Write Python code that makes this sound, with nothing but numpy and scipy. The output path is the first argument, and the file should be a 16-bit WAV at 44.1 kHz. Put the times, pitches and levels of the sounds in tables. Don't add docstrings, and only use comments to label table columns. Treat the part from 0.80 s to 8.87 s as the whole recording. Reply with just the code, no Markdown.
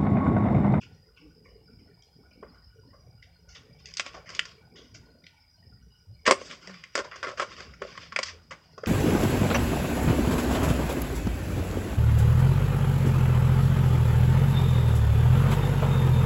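import sys
import numpy as np
from scipy import signal
from scipy.fft import rfft, irfft, next_fast_len
from scipy.io import wavfile
from scipy.ndimage import uniform_filter1d

SR = 44100
rng = np.random.default_rng(int(sys.argv[2]) if len(sys.argv) > 2 else 0)


def log_audio(samples):
    frames = np.atleast_2d(samples).T
    limited = np.clip(frames, -1, 1)
    pcm = np.round(limited * 32767).astype(np.int16)
    wavfile.write(sys.argv[1], SR, pcm)


N = 355874

# (frequency [Hz], spectral density [dB per Hz])
TRAFFIC_SPECTRUM = [(25, -29), (40, -13), (55, -1.5), (108, -6.5), (330, -14.5), (750, -13.5),
                    (1300, -17.5), (4000, -24.5), (8000, -36.5)]
TRAFFIC_DB = -53
# (centre [Hz], width of one of two cascaded resonances [Hz], level [dB], flicker [dB])
WHINE_BANDS = [(167.3, 8.3, -66.5, 0), (441, 88, -68, 3.5), (1459, 90, -68, 2), (1880, 120, -74, 3),
               (2290, 130, -73, 2.5), (2902, 250, -77, 3), (4300, 130, -79, 3), (4930, 230, -65.5, 0.5),
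               (5260, 160, -74.5, 3), (5720, 260, -79.5, 3)]
YARD_T60_S, YARD_DB = 0.17, -13.5
# (time of the top [s], peak level [dB], pitch [Hz], Gaussian length [s])
LOW_BUMPS = [(0.458, -48.5, 297, 0.035), (5.311, -41.5, 102.7, 0.022), (5.914, -43.5, 163.7, 0.033),
             (6.904, -43, 69.2, .04), (7.546, -45.5, 78.9, 0.043)]

# (frequency [Hz], gain [dB], t60 before the damping factor shortens it [s])
SHELL_MODES = [(251, 5.5, 0.12), (397, 3, 0.22), (546.5, 5, 0.11), (320, -10, 0.19), (1087, 4, 0.19),
               (1386, -5, 0.58), (2028, -10.5, 0.19), (4910, -2, 0.019)]
BAND_CENTRES = [500, 2000, 6500]
# (time [s], mid level [dB], treble minus mid [dB])
RUB_SPELLS = [
    [(2.67, -86, -11.5), (2.9, -62.5, -14.5), (3.128, -61, -14.5), (3.26, -45, -18.5), (3.43, -64.5, -22.5),
     (3.52, -52, -21.5), (3.78, -56, -26)],
    [(5.55, -52, -16), (5.65, -43, -5.5), (5.73, -46.5, -13), (5.77, -51, -3.5), (6.12, -54, -28),
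     (6.41, -51.5, -14), (6.55, -58.5, -20), (6.745, -45.5, -35.5), (6.96, -62, -19), (7.07, -50.5, -21.5),
     (7.22, -47, -16), (7.3, -52.5, -17), (7.5, -50, -20), (7.67, -61.5, -6), (8.07, -58, -10)],
]
RUB_BASS_DB = -8.5
PATCHY_DB = 1.3

# (time [s], peak level [dB], contact pitch [Hz], rattle t60 [s])
SCRAPE_EVENTS = [(0.01, -38, 2640, 0.18), (0.3605, -43, 2590, 0.45), (0.64, -43.5, 2004, 0.45),
                 (0.9893, -46, 2313, 0.26), (1.508, -45, 2370, 0.11), (1.737, -45, 1407, 0.26),
                 (2.682, -41.5, 5550, 0.55), (2.7458, -36.5, 3490, 0.19), (2.986, -44, 3770, 0.16),
                 (3.339, -31.5, 648, 0.27), (3.4577, -37.5, 1953, 0.39), (3.956, -38.5, 3410, 0.58),
                 (4.1423, -37, 5586, 0.13), (5.4529, -20.5, 1870, 0.12), (5.462, -11, 1900, 0.076),
                 (6.239, -31, 950, 0.2), (6.5724, -27.5, 1230, 0.41), (6.614, -19.5, 1050, 0.076),
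                 (6.777, -33, 1195, 0.4), (7.429, -14.5, 4860, 0.035), (7.4529, -31, 5200, 0.2),
                 (7.4815, -28, 1900, 0.051)]
SCRAPE_RISE_S = 0.0045
SCRAPE_BASS_DB, BASS_DB_PER_OCTAVE = -1.5, -6.5
SCRAPE_TREBLE_DB, TREBLE_DB_PER_OCTAVE = -11.5, 1
# (time [s], peak level [dB], contact pitch [Hz], bass tilt against mid [dB],
# treble tilt against mid [dB], rattle t60 [s])
HIT_EVENTS = [(1.223, -41, 3550, -45, -5.5, 0.25), (1.627, -32, 912, 8.5, -25.5, 0.12),
              (2.132, -42.5, 1140, 0, -37, 0.18), (2.427, -34.5, 3600, -41.5, -15, .12),
              (3.057, -31, 5400, -68, -10.5, 0.43), (3.1385, -27.5, 4900, -46, -9, 0.12),
              (3.1701, -19, 4200, -40, -6, 0.15), (3.183, -29, 2600, -27, -7, 0.056),
              (3.1963, -11.5, 2520, -13, -12.5, 0.052), (3.263, -26.5, 2580, -3, -8, 0.037),
              (3.491, -30, 1110, -8, -7, 0.26), (3.5493, -26.5, 4800, -46, -6.5, 0.16),
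              (3.5927, -7, 2960, -34.5, -16.5, 0.032), (3.6538, -29.5, 5300, -22, -7.5, 0.13),
              (4.441, -38.5, 3900, -54.5, -22.5, 0.048), (4.466, -32, 4070, -56, -18, 0.14),
              (5.477, -7, 990, 7, -14, 0.095), (5.5098, 5, 1930, 5, -7.5, 0.061),
              (5.521, -6, 5100, 11, -12.5, 0.037), (5.615, -31, 1360, 16, -21, .04),
              (5.8733, -30.5, 2260, -10, -6, 0.12), (5.895, -34, 1240, 1.5, -15, 0.087),
              (5.9414, -37, 1300, -22, -12, 0.074), (6.038, -29.5, 2190, -28.5, -14.5, 0.066),
              (6.1534, -11.5, 1380, -1.5, -5, 0.075), (6.177, -18.5, 1480, 4.5, -4, 0.099),
              (6.189, -19.5, 1420, 5.5, -9, 0.097), (6.254, -33, 1100, 17, -14, 0.027),
              (6.313, -31.5, 1250, -12, -23, 0.2), (6.359, -29.5, 1190, -4, -7, 0.05),
              (6.4291, -20, 1240, -9, -18.5, 0.19), (6.443, -28, 1320, 9, -25, 0.24),
              (6.469, -24, 1090, -2, -17.5, 0.13), (6.489, -24, 1370, 3.5, -10, 0.25),
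              (6.5974, -13.5, 1300, -1, -16, 0.093), (6.804, -29, 1250, 3, -8.5, 0.04),
              (6.937, -36.5, 1360, -12, -10, 0.095), (7.0184, -20.5, 1280, 8.5, -16, 0.089),
              (7.05, -30, 2300, 17, 0, 0.23), (7.153, -38.5, 1190, -9, -26.5, 0.023),
              (7.176, -25.5, 1190, -10.5, -18, 0.035), (7.322, -27.5, 1100, -12.5, -19, 0.09),
              (7.3615, -11.5, 2070, -13.5, -20.5, 0.052), (7.389, -10, 2140, 0.5, -10.5, 0.067),
              (7.709, -28.5, 940, -5.5, -13, .12), (7.9787, -29.5, 1180, 5, -10.5, 0.089),
              (8.0351, -22, 1260, 8.5, -17.5, 0.098), (8.0592, -22, 2410, -5, -10, 0.1)]
HIT_RISE_S, CRACK_S = 0.0006, 0.00094
AIR_DB, AIR_DB_PER_DB = -1.5, 1
# (centre [Hz], Gaussian width [Hz], gain [dB])
HANDLING_VALLEYS = [(810, 110, -5.5), (4050, 250, -5)]

# (frequency [Hz], gain [dB])
VOICE_BAND_FILTER = [(30, -8), (100, 0), (8200, 0), (9300, -15), (11500, -32), (16000, -36)]
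DEPTH_DB = -25
HISS_DB, TOP_HZ = -79, 15800


def undb(db):
    return 10 ** (np.asarray(db) / 20)


def unit(x):
    return x / np.sqrt(np.mean(x ** 2))


def shape(x, gain):
    n = next_fast_len(x.shape[-1])
    hz = np.arange(n // 2 + 1) * SR / n + 1
    return irfft(rfft(x, n) * gain(hz), n)[..., :x.shape[-1]]


def colour(points):
    hz, db = np.transpose(points)
    return lambda f: undb(np.interp(np.log(f), np.log(hz), db))


def mode(f, hz, width):
    return 1j * f * width / (hz ** 2 - f ** 2 + 1j * f * width)


def walk(rate):
    k = int(SR / rate)
    steps = np.repeat(rng.standard_normal(N // k + 1), k)
    slewed = uniform_filter1d(uniform_filter1d(steps, k), k)[:N]
    return 3.16 * np.tanh(0.99 * slewed)


def traffic():
    far = unit(shape(rng.standard_normal(N), colour(TRAFFIC_SPECTRUM)))
    total = far.copy()
    for hz in (57.6, 110, 186, 257.4):
        band = shape(far, lambda f: np.abs(mode(f, hz, hz * 0.53)) ** 2)
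        total += band * (undb(2.57 * walk(9)) - 1)
    return undb(TRAFFIC_DB) * total


def whine():
    total = np.zeros(N)
    for hz, width, db, flicker_db in WHINE_BANDS:
        band = unit(shape(rng.standard_normal(N), lambda f: mode(f, hz, width) ** 2))
        total += undb(db + flicker_db * walk(22)) * band
    return total


def yard(x):
    t = np.arange(SR // 2) / SR
    decay = np.exp(-np.log(1000) * t / YARD_T60_S)
    onset = np.minimum(t / 0.0062, 1)
    tail = rng.standard_normal(len(t)) * decay * onset
    return undb(YARD_DB) * signal.fftconvolve(x, tail / np.sqrt(np.sum(tail ** 2)))[:N]


def bumps():
    t = np.arange(N) / SR
    wavering_t = t + 0.061 * np.cumsum(walk(30)) / SR
    total = np.zeros(N)
    for s, db, hz, length in LOW_BUMPS:
        swell = np.exp(-.5 * ((t - s) / length) ** 2)
        total += undb(db) * swell * np.sin(2 * np.pi * hz * wavering_t)
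    return total


def shell(f, scatter_db, damp=5.8, broad_db=-4):
    response = undb(broad_db)
    for (hz, db, t60), scatter in zip(SHELL_MODES, scatter_db):
        width = damp * np.log(1000) / (np.pi * t60)
        response = response + undb(db + scatter) * mode(f, hz, width)
    return response


def rubs():
    t, rows = np.arange(N) / SR, np.vstack(RUB_SPELLS)
    mid_db = np.interp(t, rows[:, 0], rows[:, 1])
    treble_db = np.interp(t, rows[:, 0], rows[:, 2])
    on = sum((t >= spell[0][0]) & (t < spell[-1][0]) for spell in RUB_SPELLS)
    fade = uniform_filter1d(on * 1., size=2000)

    slips = rng.standard_normal(N) * undb(2.5 * rng.exponential(size=N) + 1.5 * walk(60))
    even = np.zeros(len(SHELL_MODES))
    body = shape(slips, lambda f: shell(f, even, damp=5.1, broad_db=-1.0) / (1 + (f / 6800) ** 6))

    def flickering_band(hz):
        band = unit(shape(body, lambda f: mode(f, hz, 2.36 * hz) ** 2))
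        return undb(PATCHY_DB * walk(25)) * band

    bass, mid, treble = (flickering_band(hz) for hz in BAND_CENTRES)
    return fade * undb(mid_db) * (mid + undb(RUB_BASS_DB) * bass + undb(treble_db) * treble)


def strike(events, crack, clump_db):
    out, t = np.zeros(N + SR), np.arange(2 ** 14) / SR
    lead = 64
    for s, db, hz, bass_db, treble_db, t60, rise in events:
        grains = rng.standard_normal(len(t))
        scatter = rng.standard_normal(len(SHELL_MODES))
        lumps = uniform_filter1d(np.repeat(rng.standard_normal(128), 128), size=48)
        decay = np.exp(-np.log(1000) * t / t60)
        rattle = undb(clump_db * lumps) * decay * (1 - np.exp(-t / rise))
        snap = crack * hz / 2000 * t / CRACK_S * np.exp(1 - t / CRACK_S)
        push = grains * (rattle + snap)
        ring = shape(push, lambda f: shell(f, 3 * scatter) + 1.18 * mode(f, hz, hz / 5))

        air_db = treble_db + AIR_DB + AIR_DB_PER_DB * db
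        tilt_hz = [150, *BAND_CENTRES, 12000]
        tilt_db = [bass_db - 20.5, bass_db, 0, treble_db, air_db]
        ring = shape(np.roll(ring, lead), colour(list(zip(tilt_hz, tilt_db))))
        i = int(s * SR) - lead
        out[i:i + len(t)] += ring * undb(db) / np.abs(ring).max()
    return out[:N]


def scrapes():
    events = []
    for s, db, hz, t60 in SCRAPE_EVENTS:
        octaves = np.log2(hz / 1000)
        bass_db = SCRAPE_BASS_DB + BASS_DB_PER_OCTAVE * octaves
        treble_db = SCRAPE_TREBLE_DB + TREBLE_DB_PER_OCTAVE * octaves
        events.append((s, db, hz, bass_db, treble_db, t60, SCRAPE_RISE_S))
    return strike(events, crack=0, clump_db=2.0)


def hits():
    return strike([(*hit, HIT_RISE_S) for hit in HIT_EVENTS], crack=1.125, clump_db=3.0)


def handling_valleys(f):
    return undb(sum(db * np.exp(-.5 * ((f - hz) / width) ** 2) for hz, width, db in HANDLING_VALLEYS))


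def scene():
    hands = shape(hits() + scrapes() + rubs(), handling_valleys)
    return (hands + yard(hands) + traffic() + whine() + bumps())[None]


def suppress(x, over_db=6, smooth=0.32, release_s=0.1):
    spec = signal.stft(x, nperseg=512)[2]
    power = signal.lfilter([1 - smooth], [1, -smooth], np.abs(spec) ** 2)
    quiet = np.percentile(power, 25, axis=-1)
    steady = np.exp(uniform_filter1d(np.log(quiet), size=41))
    threshold = undb(2 * over_db) * steady[:, None]
    gain = np.maximum(1 - threshold / power, undb(DEPTH_DB))
    gain[:2] = 1
    fall = np.exp(-256 / SR / release_s)
    for k in range(1, gain.shape[1]):
        gain[:, k] = np.maximum(gain[:, k], fall * gain[:, k - 1])
    return signal.istft(spec * gain, nperseg=512)[1][:N]


def record(dry):
    x = .95 * np.tanh(suppress(dry[0]) / .95)
    x = shape(x, colour(VOICE_BAND_FILTER)) + undb(HISS_DB) * rng.standard_normal(N)
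    top_cut = signal.ellip(8, .2, 70, TOP_HZ, fs=SR, output="sos")
    return signal.sosfilt(top_cut, x)[None]


dry = scene()
out = record(dry)
log_audio(out)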